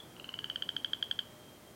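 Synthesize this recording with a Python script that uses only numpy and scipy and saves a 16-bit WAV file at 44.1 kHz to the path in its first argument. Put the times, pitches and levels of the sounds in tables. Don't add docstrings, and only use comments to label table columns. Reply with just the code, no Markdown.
import sys
import numpy as np
from scipy import signal
from scipy.fft import rfft, irfft, next_fast_len
from scipy.io import wavfile

SR = 44100
rng = np.random.default_rng(int(sys.argv[2]) if len(sys.argv) > 2 else 0)


def wav_out(sig):
    wavfile.write(sys.argv[1], SR, np.round(np.clip(np.atleast_2d(sig).T, -1, 1) * 32767).astype(np.int16))


N = 77175

# start in seconds,
# drive in dB, click rate in Hz, number of clicks, sac resonance in Hz.
TRILL_PULSES = [(.1654, -44, 1290, 1.2, 2950), (.1979, -38.5, 1356, 2.7, 2986),
                (.2432, -36.5, 1400, 2.7, 3050), (.2904, -35.5, 1447, 2.9, 3003),
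                (.3399, -34.5, 1530, 3, 3015), (.3893, -32, 1560, 3, 3043), (.4427, -30.5, 1567, 3, 3045),
                (.4993, -29.5, 1570, 3.2, 3070), (.5586, -28.5, 1576, 3.3, 3104),
                (.6226, -27.5, 1590, 3.4, 3116), (.6903, -27, 1603, 3.6, 3150),
                (.7651, -27.5, 1602, 4, 3180), (.8456, -26, 1615, 4.1, 3178),
                (.9329, -25.5, 1616, 4.3, 3200), (1.0261, -25.5, 1617, 4.4, 3220),
                (1.1117, -25.5, 1620, 4.5, 3220), (1.1904, -26.5, 1615, 4.4, 3200),
                (1.1945, -40, 1457, 5, 3114)]
NEIGHBOUR_PULSES = [(.0018, -47, 1660, 4, 3397)]
# frequency in Hz, gain in dB.
BODY_RESPONSE = [(500, -18), (1050, 13), (1350, 14), (1900, 8.5), (2500, 1), (3200, -0.5), (3800, -0.5),
                 (4600, 2.5), (5300, -23), (6400, -5), (7500, -44), (12000, -40)]
REFLECTION_RESPONSE = [(1000, -1), (1700, -5), (2400, 0.5), (2900, 6), (3100, -0.5), (3300, -1.5),
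                       (4200, 2), (6500, -3)]
# delay in seconds, gain in dB before colouring.
BANK_ECHOES = [(.0122, -19), (0.0158, -20.5), (0.0296, -32), (.0405, -40)]
# time in seconds, level in dB.
FAR_FROG_ENVELOPE = [(0, -67), (.2, -65.5), (.35, -77), (1.25, -74), (1.38, -67), (1.56, -64), (1.59, -80),
                     (1.64, -80), (1.67, -63), (1.71, -73)]
HUSH_ENVELOPE = [(0, -55.5), (.4, -54.5), (1.25, -55), (1.75, -56.5)]
# start and length in seconds, pitch in Hz, level of the fundamental in dB.
BIRD_NOTES = [(0.263, 0.15, 1045, -63.5), (0.37, 0.15, 1662, -66)]
# frequency in Hz, relative density in dB.
HUSH_SPECTRUM = [(20, -29), (45, -12.5), (75, -6), (115, .5), (200, -1), (350, -2), (600, -7), (900, -10),
                 (1500, -13.5), (2500, -18.5), (4500, -23.5), (8000, -28.5), (15500, -40)]
HISS_SPECTRUM = [(20, -12), (200, -5.5), (6000, -0.5), (15500, -1.5)]
# frequency in Hz, half-width in Hz, level in dB.
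STEADY_TONES = [(608.8, 4.1, -70), (8480, 36, -79.5)]


def frog(pulses, reverb_db):
    out = np.zeros(N)
    for start, *shape in pulses:
        add(out, start, signal.fftconvolve(sac_pulse(*shape), marsh_response(reverb_db)))
    return out


def sac_pulse(drive_db, rate_hz, clicks, sac_hz):
    fade_db_per_click, full_effort_db = 0.52, -28
    f = np.fft.rfftfreq(2048, 1 / SR)
    k = np.arange(np.ceil(clicks))
    strengths = np.clip(clicks - k, 0, 1) * amp(-fade_db_per_click * k)
    larynx = strengths @ np.exp(-2j * np.pi * np.outer(k / rate_hz, f))
    width_hz = 163 * np.exp(0.026 * (drive_db - full_effort_db))
    sac = 1j * f * SR / (2 * np.pi) / (sac_hz ** 2 - f ** 2 + 1j * f * width_hz)
    return amp(drive_db) * irfft(larynx * sac * minimum_phase(BODY_RESPONSE, f))


def marsh_response(reverb_db):
    t = np.arange(SR) / SR
    build_up = 1 - np.exp(-t / 0.0055)
    path = np.zeros(SR)
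    for db, t60 in [(-14, 0.29), (-26.5, 1.0)]:
        tail = rng.standard_normal(SR) * np.exp(-np.log(1000) * t / t60) * build_up
        path += amp(db + reverb_db) * tail / np.linalg.norm(tail)
    for delay, db in BANK_ECHOES:
        path[round(delay * SR)] += amp(db)
    colour = minimum_phase(REFLECTION_RESPONSE, np.fft.rfftfreq(SR, 1 / SR))
    path = irfft(rfft(path) * colour)
    path[0] += 1
    return path


def far_frogs():
    band = signal.hilbert(narrow_band(hz=3193, half_width_hz=21))
    evened = unit(band.real / np.sqrt(np.abs(band) + 1e-9))
    return envelope(FAR_FROG_ENVELOPE) * evened


def far_bird():
    t, out = np.arange(N) / SR, np.zeros(N)
    half_width_hz, octave_db = 34, -6
    for start, length, hz, db in BIRD_NOTES:
        progress = np.clip((t - start) / length, 0, 1)
        swell = np.sqrt(np.abs(np.sin(np.pi * progress)))
        fundamental = narrow_band(hz, half_width_hz)
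        octave = amp(octave_db) * narrow_band(2 * hz, 2 * half_width_hz)
        out += amp(db) * swell * (fundamental + octave)
    return out


def background():
    hush = noise(lambda f: amp(along(HUSH_SPECTRUM, f))) * envelope(HUSH_ENVELOPE)
    hiss = amp(-63) * noise(lambda f: amp(along(HISS_SPECTRUM, f)))
    tones = sum(amp(db) * narrow_band(hz, half_width) for hz, half_width, db in STEADY_TONES)
    return hush + hiss + tones


def narrow_band(hz, half_width_hz):
    return noise(lambda f: 1 / (1 + ((f - hz) / half_width_hz) ** 2))


def noise(response):
    return unit(filtered(rng.standard_normal(N), response))


def filtered(x, response):
    size = next_fast_len(len(x) + 8192)
    return irfft(rfft(x, size) * response(np.fft.rfftfreq(size, 1 / SR)), size)[:len(x)]


def minimum_phase(points, f):
    cepstrum = irfft(np.log(amp(along(points, f))))
    half = len(cepstrum) // 2
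    cepstrum[1:half] *= 2
    cepstrum[half + 1:] = 0
    return np.exp(rfft(cepstrum))


def along(points, f):
    hz, db = np.transpose(points)
    return np.interp(np.log(f + 1), np.log(hz), db)


def envelope(points):
    return amp(np.interp(np.arange(N) / SR, *np.transpose(points)))


def amp(db):
    return 10 ** (np.asarray(db) / 20)


def unit(x):
    return x / np.sqrt(np.mean(x ** 2) + 1e-20)


def add(track, start_s, x):
    i = max(round(start_s * SR), 0)
    track[i:i + len(x)] += x[:max(N - i, 0)]


def scene():
    trill = frog(TRILL_PULSES, reverb_db=0)
    neighbour = frog(NEIGHBOUR_PULSES, reverb_db=12)
    return (trill + neighbour + far_frogs() + far_bird() + background())[None]


def record(dry):
    cutoff_hz = 15950
    return np.array([filtered(x, lambda f: f < cutoff_hz) for x in dry])


dry = scene()
out = record(dry)
wav_out(out)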